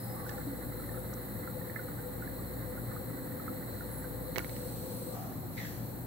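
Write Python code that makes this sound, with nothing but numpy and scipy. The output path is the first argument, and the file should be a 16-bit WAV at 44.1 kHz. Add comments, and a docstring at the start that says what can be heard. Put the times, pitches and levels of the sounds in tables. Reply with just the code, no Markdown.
"""Motors hum and throb over ventilation noise, and gas hisses and whistles thinly in a laboratory panel.
Turbulence excites the whistles in ducts and fittings, and the hiss thrown back off a wall is coloured high up;
the line sputters with soft pops that ring its tubing. A hand rustles at a small valve. The handle knocks,
clicks and snaps against its stop, and gas sings in the pipe as the sputter dies away. Then the listener is a
step further back, where the whistles are fainter; cloth swishes and something scuffs briefly."""
import sys
import numpy as np
from scipy import signal
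from scipy.fft import rfft, irfft
from scipy.io import wavfile

SR = 44100
rng = np.random.default_rng(int(sys.argv[2]) if len(sys.argv) > 2 else 0)


def transcribe(u):
    """Save the signal u as a 16-bit wav file named by the first command-line argument.

    u: samples, shape (n,) or (channels, n), limited to [-1, 1]; the rate is SR.
    q: integer samples, one column per channel.
    """
    v = np.clip(np.atleast_2d(u).T, -1, 1)
    q = np.round(v * 32767).astype(np.int16)
    wavfile.write(sys.argv[1], SR, q)


N = 267510
TIME = np.arange(N) / SR
HIT_TIME = TIME[:SR // 10]
FREQS = np.maximum(np.arange(N // 2 + 1) * SR / N, 1)
STEP_BACK_S = 5.14


def from_db(db):
    """Decibels to gain."""
    return 10 ** (np.asarray(db) / 20)


def rms_one(x):
    """Scale to unit rms."""
    return x / np.sqrt(np.mean(x ** 2) + 1e-20)


def over_freqs(points):
    """Interpolate (Hz, value) points on a log-frequency axis."""
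    hz, value = np.transpose(points)
    return np.interp(np.log(FREQS), np.log(hz), value)


def pan(balance_db):
    """Constant-power ear gains; balance is left minus right."""
    gains = from_db(np.array([[1], [-1]]) * balance_db / 2)
    return gains / np.sqrt(np.mean(gains ** 2, axis=0))


def drift(rate_hz):
    """Smooth random wander, unit rms."""
    return rms_one(irfft(rfft(rng.standard_normal(N)) / (1 + (FREQS / rate_hz) ** 2) ** 2, N))


def envelope(onset_s, hold_s, attack_s, fall_db_per_s):
    """Reach 1 at the onset, hold, then fall evenly in dB."""
    rise = np.clip(1 + (TIME - onset_s) / attack_s, 0, 1)
    return rise * from_db(-fall_db_per_s * np.maximum(TIME - onset_s - hold_s, 0))


def further_back(change_db):
    """Gain that sets in as the listener steps back."""
    return from_db(change_db * np.clip((TIME - STEP_BACK_S) / .02, 0, 1))


def ring(hz, t60_s):
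    """A struck mode: a decaying sine."""
    return np.sin(2 * np.pi * hz * HIT_TIME) * from_db(-60 * HIT_TIME / t60_s)


def butter(x, order, hz, kind="low"):
    """Butterworth filter."""
    return signal.sosfilt(signal.butter(order, hz, kind, fs=SR, output="sos"), x)


def add(out, start_s, sound):
    """Mix in a short sound."""
    start = round(start_s * SR)
    out[:, start:start + sound.shape[-1]] += sound[..., :N - start]


# Likeness of the ears. Each row: frequency in Hz, correlation before the phase twist.
EAR_LIKENESS = [(88, 0.5), (110, 0.4), (200, 0.83), (380, 0.64), (700, 0.34), (1300, 0), (2400, 0.18),
                (4100, 0.9), (15000, 0)]

def diffuse(gain, twist_from_hz=1000, twist_step_hz=300):
    """Stereo noise, gain per root Hz; echoes off the panel twist the treble phase between the ears."""
    alike = over_freqs(EAR_LIKENESS)
    mid, side = rfft(rng.standard_normal((2, N)))
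    ears = np.sqrt(1 + alike) * mid + np.sqrt(1 - alike) * side * [[1], [-1]]
    steps_hz = np.arange(twist_from_hz, SR / 2, twist_step_hz)
    twist_rad = np.interp(FREQS, steps_hz, np.cumsum(rng.standard_normal(len(steps_hz))), left=0)
    ears[1] *= np.exp(1j * twist_rad)
    return irfft(ears * gain, N) * np.sqrt(SR) / 2


def resonant_noise(hz, width_hz):
    """Noise through a doubled resonance, unit rms."""
    detune = (FREQS ** 2 - hz ** 2) / (FREQS * width_hz)
    return rms_one(diffuse(1 / (1 + detune ** 2)))


def throb(shaft_hz=57.06, beat_hz=0.59, in_step_s=2.51, strong_db=-52.5, weak_db=-56.5):
    """Two shafts at nearly the same speed beat, so their deep hum swells and sinks."""
    ear_phase_rad = np.array([[0], [1]])
    carrier = 2 * np.pi * (shaft_hz * TIME + rng.random()) + ear_phase_rad
    apart = np.pi * beat_hz * (TIME - in_step_s)
    pair = from_db(strong_db) * np.sin(carrier - apart) + from_db(weak_db) * np.sin(carrier + apart)
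    return np.sqrt(2) * pair * pan(1) * further_back(-6.5)


# Each row: frequency in Hz, rms level in dB, balance in dB.
MOTOR_TONES = [(97.1, -58.5, 6), (114.95, -52.5, 7.5), (119.64, -49, 1.5), (157.4, -56.5, 4),
               (171.5, -59.5, 3), (190.3, -62.5, 2), (206.3, -58.5, -3), (239.7, -63, 6), (258.5, -60.5, 3),
               (291.8, -59, -12), (360.1, -60, -2)]

def motors(waver_hz=1.03, waver_rad=0.29, waver_db=2.0):
    """Fan and mains tones, wavering in the room."""
    out = 0
    for hz, level_db, balance_db in MOTOR_TONES:
        phase = 2 * np.pi * (hz * TIME + rng.random()) + waver_rad * drift(waver_hz)
        tone = rms_one(np.sin(phase) * from_db(waver_db * drift(waver_hz)))
        out += tone * from_db(level_db) * pan(balance_db)
    return out


# Each row: frequency in Hz, density in dB per Hz.
VENT_SPECTRUM = [(25, -99), (42, -79.5), (68, -74.5), (98, -64.5), (138, -68.5), (165, -67), (225, -69.5),
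                 (290, -69.5), (390, -77), (620, -80.5), (830, -80), (1000, -84.5), (2000, -92.5),
                 (3200, -112)]
HISS_SPECTRUM = [(2000, -112), (2800, -105), (3300, -101.5), (4400, -103), (5200, -109), (5950, -102),
                 (6500, -109), (7600, -95), (8300, -94.5), (8700, -101), (9300, -93), (10300, -97.5),
                 (11300, -89), (11900, -90), (13100, -87), (14300, -84.5), (15000, -87), (15600, -85)]
# Each row: frequency in Hz, balance in dB.
AIR_BALANCE = [(55, 10), (100, 3.5), (150, 4.5), (230, -1), (290, 0.5), (400, 2), (750, 3), (1100, -2),
               (4000, 3.5), (7600, -0.5), (9400, 2), (11800, 0.5), (13000, 3), (14800, -2)]

def air():
    """Steady ventilation rumble, and gas hiss that is weaker from further back."""
    ears = pan(over_freqs(AIR_BALANCE))
    vent = diffuse(from_db(over_freqs(VENT_SPECTRUM)) * ears)
    hiss = diffuse(from_db(over_freqs(HISS_SPECTRUM)) * ears)
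    return vent + hiss * further_back(-2.1)


# Each row: frequency in Hz, width in Hz, rms level in dB, balance in dB, change further back in dB.
WHISTLE_BANDS = [(504.5, 88, -51, 5, -5), (497, 18, -54.5, 9, -11), (514, 17, -55, 11.5, -14),
                 (3790, 220, -72.5, -9, -6), (4110, 340, -63.5, -0.5, -3.5), (4400, 300, -73, 1, -2),
                 (7800, 150, -65.5, -18, -4.5), (8300, 140, -65.5, 12, -6), (10800, 280, -63, 5, -6),
                 (12680, 820, -58.5, 6, 0), (13300, 290, -73, 13, -7), (14860, 330, -63, 4, -3)]

def whistles(waver_db=1.02, waver_hz=2.7):
    """Turbulence keeps narrow resonances singing in ducts and fittings; the bands above 12 kHz colour the hiss
    where it comes back off a wall."""
    out = 0
    for hz, width_hz, level_db, balance_db, far_db in WHISTLE_BANDS:
        gain = from_db(level_db + waver_db * drift(waver_hz)) * further_back(far_db)
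        out += gain * pan(balance_db) * resonant_noise(hz, width_hz)
    return out


# Each row: onset in seconds, hold in seconds, rms level in dB.
LEAK_SPELLS = [(0.0, 0.15, -56.5), (0.55, 0.13, -59), (0.81, .15, -57), (3.93, 0.058, -52),
               (4.337, 0.41, -58.5), (4.934, 0.079, -56.5)]

def leak(hz=10985, width_hz=51):
    """A thin whistle at a leaking fitting catches in spells."""
    spells = sum(from_db(level_db) * envelope(onset_s, hold_s, attack_s=0.035, fall_db_per_s=113)
                 for onset_s, hold_s, level_db in LEAK_SPELLS)
    return spells * pan(2) * resonant_noise(hz, width_hz)


# Each row: onset in seconds, hold in seconds, rms level in dB, frequency in Hz, width in Hz,
# balance in dB.
BRIEF_TONES = [(0.0, 0.12, -65, 5080, 160, 8), (0.093, 0.25, -54, 810, 110, 1),
               (0.165, 0.16, -53.5, 1146, 170, -3), (0.475, 0.032, -43.5, 278, 30, 0),
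               (3.096, 0.41, -47, 254, 48.7, 0)]

def brief_tones():
    """Faint, breathy tones that each swell once and fade."""
    out = 0
    for onset_s, hold_s, level_db, hz, width_hz, balance_db in BRIEF_TONES:
        swell = envelope(onset_s, hold_s, attack_s=0.035, fall_db_per_s=67)
        out += swell * from_db(level_db) * pan(balance_db) * resonant_noise(hz, width_hz)
    return out


def sputter_loss_db(time_s, fade_from_s=4.02, fall_db_per_s=11):
    """How far the sputter has died away."""
    return fall_db_per_s * np.maximum(time_s - fade_from_s, 0)


# Each row: frequency in Hz, relative level in dB.
SPUTTER_SPECTRUM = [(700, -100), (1100, -83.5), (1500, -83), (2050, -81.5), (2250, -100.5), (2500, -115)]

def sputter(gain_db=-5, lump_db=2.5, lump_hz=40):
    """A lumpy fizz in the gas line."""
    strength_db = gain_db - sputter_loss_db(TIME) + lump_db * drift(lump_hz)
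    return diffuse(from_db(over_freqs(SPUTTER_SPECTRUM))) * from_db(strength_db) * pan(-11)


def faint_pops(lowest_hz, range_octaves=0.49, per_s=4, count=40, mean_db=-51.5, spread_db=2):
    """Rows for weak pops at uneven intervals, mostly low in pitch, fading with the sputter."""
    jitter, pitch = rng.random((count, 2)).T
    start_s = (np.arange(count) + jitter) / per_s
    level_db = mean_db + spread_db * rng.standard_normal(count) - sputter_loss_db(start_s)
    hz = lowest_hz * 2 ** (range_octaves * pitch ** 2)
    return list(zip(start_s, level_db, hz))


# Each row: time in seconds, relative level in dB, pitch in Hz.
LOUD_POPS = [(0.263, -35, 1500), (0.2925, -35.5, 1740), (0.38, -37.5, 1400), (0.7976, -39, 1340),
             (0.8185, -41, 1300), (0.8894, -37.5, 1830), (0.9428, -38, 1290), (0.9752, -38, 1360),
             (1.1278, -39, 1230), (1.1662, -41.5, 1260), (1.3513, -48, 1260), (1.476, -33.5, 1360),
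             (1.6122, -39, 1860), (1.698, -35, 1870), (1.7605, -29.5, 2050), (1.764, -37.5, 1300),
             (1.7918, -36, 1520), (1.8836, -38, 1240), (1.9829, -41, 1550), (2.2223, -36, 1444),
             (2.2757, -36, 1710), (2.393, -41, 1190), (2.7761, -39, 1390), (2.9153, -38.5, 1240),
             (2.9636, -36, 1240), (3.0979, -42, 1300), (3.2715, -41, 1370), (3.3204, -41, 1870),
             (3.3982, -36, 1300), (3.4797, -32, 1295), (3.8082, -36.5, 1420), (4.043, -36, 1550),
             (4.4010, -32.5, 1420), (5.3234, -43, 1730)]
# Each row: frequency in Hz, relative level in dB, t60 in seconds.
TUBE_MODES = [(1300, -25, 0.025), (1457, -6, 0.03), (1760, -4, 0.024), (2270, -7, 0.013)]

def pops(base_hz=1240, gain_db=2.5, swell_s=0.003, swell_ref_db=-37, muffle_hz=2120):
    """Each pop in the line rings at its own pitch and shakes the soft tubing, which muffles it."""
    out = np.zeros((2, N))
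    for time_s, level_db, hz in list(LOUD_POPS) + faint_pops(base_hz):
        strengths = rng.standard_normal(len(TUBE_MODES))
        tube = sum(strength * from_db(mode_db) * ring(mode_hz, t60_s)
                   for strength, (mode_hz, mode_db, t60_s) in zip(strengths, TUBE_MODES))
        balance_db = -7.5 - 17 * np.log2(hz / base_hz)  # higher pops lie further right
        rise_s = swell_s * from_db(swell_ref_db - level_db)  # weaker pops swell more slowly
        pop = (1 - np.exp(-HIT_TIME / rise_s)) * (ring(hz, t60_s=0.033) + tube)
        if swell_s < time_s < TIME[-1]:
            add(out, time_s - swell_s / 2, from_db(level_db + gain_db) * pop * pan(balance_db))
    return butter(out, 10, muffle_hz)


# Each row: frequency in Hz, relative level in dB.
RUSTLE_SPECTRUM = [(1500, -108), (2400, -101), (3200, -104), (4600, -99.5), (6500, -99.5), (9000, -106)]
# Each row: onset in seconds, attack in seconds, hold in seconds, gain in dB.
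ARM_MOVES = [(0.274, 0.024, 0.025, 0), (3.715, 0.024, 0.033, -6), (4.36, 0.033, 0.64, 1.5),
             (5.14, 0.032, 0.11, -3), (5.618, 0.11, 0.041, 7.5)]

def rustle():
    """Soft, even noise at each move of the hand and arm."""
    motion = sum(from_db(gain_db) * envelope(onset_s, hold_s, attack_s, fall_db_per_s=50)
                 for onset_s, attack_s, hold_s, gain_db in ARM_MOVES)
    return diffuse(from_db(over_freqs(RUSTLE_SPECTRUM))) * motion


# Each row: start in seconds, level in dB, pitch in Hz, t60 in seconds.
HANDLE_KNOCKS = [(0.2925, -36, 480, 0.011), (4.36, -29, 330, 0.025), (4.3764, -19, 456, 0.0077),
                 (4.3808, -28, 280, 0.0094)]

def knocks():
    """The handle knocks dully, one damped mode each time."""
    out = np.zeros((2, N))
    for start_s, level_db, hz, t60_s in HANDLE_KNOCKS:
        add(out, start_s, from_db(level_db) * ring(hz, t60_s) * pan(-15))
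    return out


# Each row: start in seconds, length in seconds, level in dB, low and high edge in Hz, balance in dB.
METAL_SLIPS = [ (0.2925, 0.0055, -45, 1500, 7500, -4), (1.136, 0.007, -50, 5400, 8500, -6),
               (4.3814, 0.0015, -37, 1400, 4000, -20), ]

def slips():
    """Fittings slip under the fingers, metal on metal: milliseconds of bright grit."""
    out = np.zeros((2, N))
    for start_s, length_s, level_db, low_hz, high_hz, balance_db in METAL_SLIPS:
        noise = rng.standard_normal((2, len(HIT_TIME)))
        grit = rms_one(butter(noise, 2, [low_hz, high_hz], "band"))
        gate = np.exp(-(HIT_TIME / length_s) ** 4)
        add(out, start_s, from_db(level_db) * grit * gate * pan(balance_db))
    return out


# Each row: start in seconds, gain in dB, extra crack gain in dB, top edge in Hz, balance in dB.
VALVE_CLICKS = [ (4.3596, -20, -1, 5200, -25), (4.3651, -20, -13, 3600, -25), (4.3829, -20, -8, 4200, -25),
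                (4.3923, -20, -16, 2600, -29), (4.446, -26.5, -16, 3200, -27),
                (4.495, -34, 10.5, 5200, -25), (4.565, -36, 14, 4800, -21), ]
# Each row: frequency in Hz, relative level in dB, t60 in seconds.
VALVE_MODES = [(2000, -7, 0.01), (2210, -13.5, 0.025), (3200, -7, 0.0024), (4050, -14, 0.01),
               (5800, -19, 0.011)]

def valve_clicks(contact_db=2.0, rattle_s=0.0006, crack_gain=0.25):
    """The valve catches: a contact cracks and rattles, and the body rings, duller for softer contacts."""
    out = np.zeros((2, N))
    body = sum(from_db(mode_db) * ring(hz, t60_s) for hz, mode_db, t60_s in VALVE_MODES)
    contact = from_db(contact_db) * (HIT_TIME == 0)
    for start_s, gain_db, crack_db, top_hz, balance_db in VALVE_CLICKS:
        rattle = rng.standard_normal(len(HIT_TIME)) * np.exp(-HIT_TIME / rattle_s)
        crack = crack_gain * butter(contact + rattle, 2, [0.15 * top_hz, top_hz], "band")
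        click = butter(body, 2, top_hz) + from_db(crack_db) * crack
        add(out, start_s, from_db(gain_db) * click * pan(balance_db))
    return out


# Each row: frequency in Hz, relative level in dB.
CRUNCH_SPECTRUM = [(600, -10), (1500, -2), (2800, 1), (4200, -1), (6000, -9), (8500, -13), (11000, -10),
                   (13000, 1), (15500, 6), (16500, -20)]

def snap(start_s=4.3829, blow_db=-11, rebound_s=0.00057, rebound_db=-4, crunch_db=-20, crunch_s=0.0011):
    """The handle hits its metal stop: a hard push, one rebound and a bright, dead crunch."""
    out, push = np.zeros((2, N)), np.zeros(len(HIT_TIME))
    push[0] = 1
    push[round(rebound_s * SR)] = -from_db(rebound_db)
    blow = butter(push, 1, [300, 2800], "band")
    grit = rms_one(irfft(rfft(rng.standard_normal(N)) * from_db(over_freqs(CRUNCH_SPECTRUM)), N))
    crunch = grit[:len(HIT_TIME)] * np.exp(-HIT_TIME / crunch_s)
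    hit = from_db(blow_db) * blow / blow.max() + from_db(crunch_db) * crunch
    add(out, start_s, hit * pan(-22) / np.sqrt(2))
    return out


# Each row: frequency in Hz, width in Hz, rms level in dB, balance in dB.
FLOW_TONES = [(507, 61, -52, 1), (4210, 260, -65, -4), (8250, 210, -58.5, 0)]

def gas_flow(onset_s=4.51):
    """Once the valve is over, gas drones and sings in the pipe, heard until the step back."""
    flow = envelope(onset_s, STEP_BACK_S - onset_s, attack_s=0.035, fall_db_per_s=797)
    return flow * sum(from_db(level_db) * pan(balance_db) * resonant_noise(hz, width_hz)
                      for hz, width_hz, level_db, balance_db in FLOW_TONES)


# Each row: frequency in Hz, relative level in dB.
SWISH_SPECTRUM = [(450, -100), (620, -69), (780, -70), (950, -85), (1200, -76.5), (1800, -100)]

def swish(gain_db=-1):
    """A dull sweep of cloth as the arm swings away."""
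    sweep = from_db(gain_db) * envelope(onset_s=5.15, hold_s=0, attack_s=0.04, fall_db_per_s=40)
    return diffuse(from_db(over_freqs(SWISH_SPECTRUM))) * sweep


# Each row: multiple of the pitch, width in Hz, relative level in dB.
SCUFF_MODES = [(1.002, 190, 3), (1.9, 450, -8.5)]

def scuff(onset_s=5.586, level_db=-46, start_hz=2068, rest_hz=1767, sink_s=0.045, grain_db=2.5):
    """Grainy friction excites two resonances that sink as the rub slows."""
    pitch_hz = rest_hz + (start_hz - rest_hz) * np.exp(-np.maximum(TIME - onset_s, 0) / sink_s)
    phase = 2 * np.pi * np.cumsum(pitch_hz) / SR
    pressure = from_db(level_db) * envelope(onset_s, hold_s=0, attack_s=0.02, fall_db_per_s=100)
    rub = 0
    for multiple, width_hz, mode_db in SCUFF_MODES:
        spectrum = rfft(rng.standard_normal((2, N))) / (1 + (FREQS / width_hz) ** 2)
        friction = rms_one(irfft(spectrum, N))
        rub += from_db(mode_db) * np.sqrt(2) * friction * np.sin(multiple * phase)
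    return rub * pressure * from_db(grain_db * drift(rate_hz=120))


def room(x, t60_s=0.24, gap_s=0.004, wall_hz=4000):
    """A dense, dull tail from hard walls, different at each ear."""
    t = TIME[:SR // 2]
    tail = rng.standard_normal((2, len(t))) * from_db(-60 * t / t60_s) * (t > gap_s)
    response = rms_one(butter(tail, 1, wall_hz)) / np.sqrt(len(t))
    return signal.fftconvolve(x.mean(axis=0)[None], response, axes=1)[:, :N]


def scene(soft_room_db=-13, valve_room_db=-19):
    """Steady equipment all around; the soft sounds get a little room, the valve hardly any."""
    soft = sputter() + pops() + rustle() + scuff() + swish()
    valve = knocks() + valve_clicks() + snap() + slips()
    walls = room(from_db(soft_room_db) * soft + from_db(valve_room_db) * valve)
    steady = throb() + motors() + air() + whistles()
    passing = leak() + gas_flow() + brief_tones()
    return steady + passing + soft + valve + walls


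def record(dry, low_cut_hz=35, high_cut_hz=15730):
    """The deepest bass is removed; the recorder cuts the top steeply."""
    thinned = butter(dry, 3, low_cut_hz, "high")
    return signal.sosfilt(signal.ellip(12, .1, 80, high_cut_hz, fs=SR, output="sos"), thinned)


dry = scene()
out = record(dry)
transcribe(out)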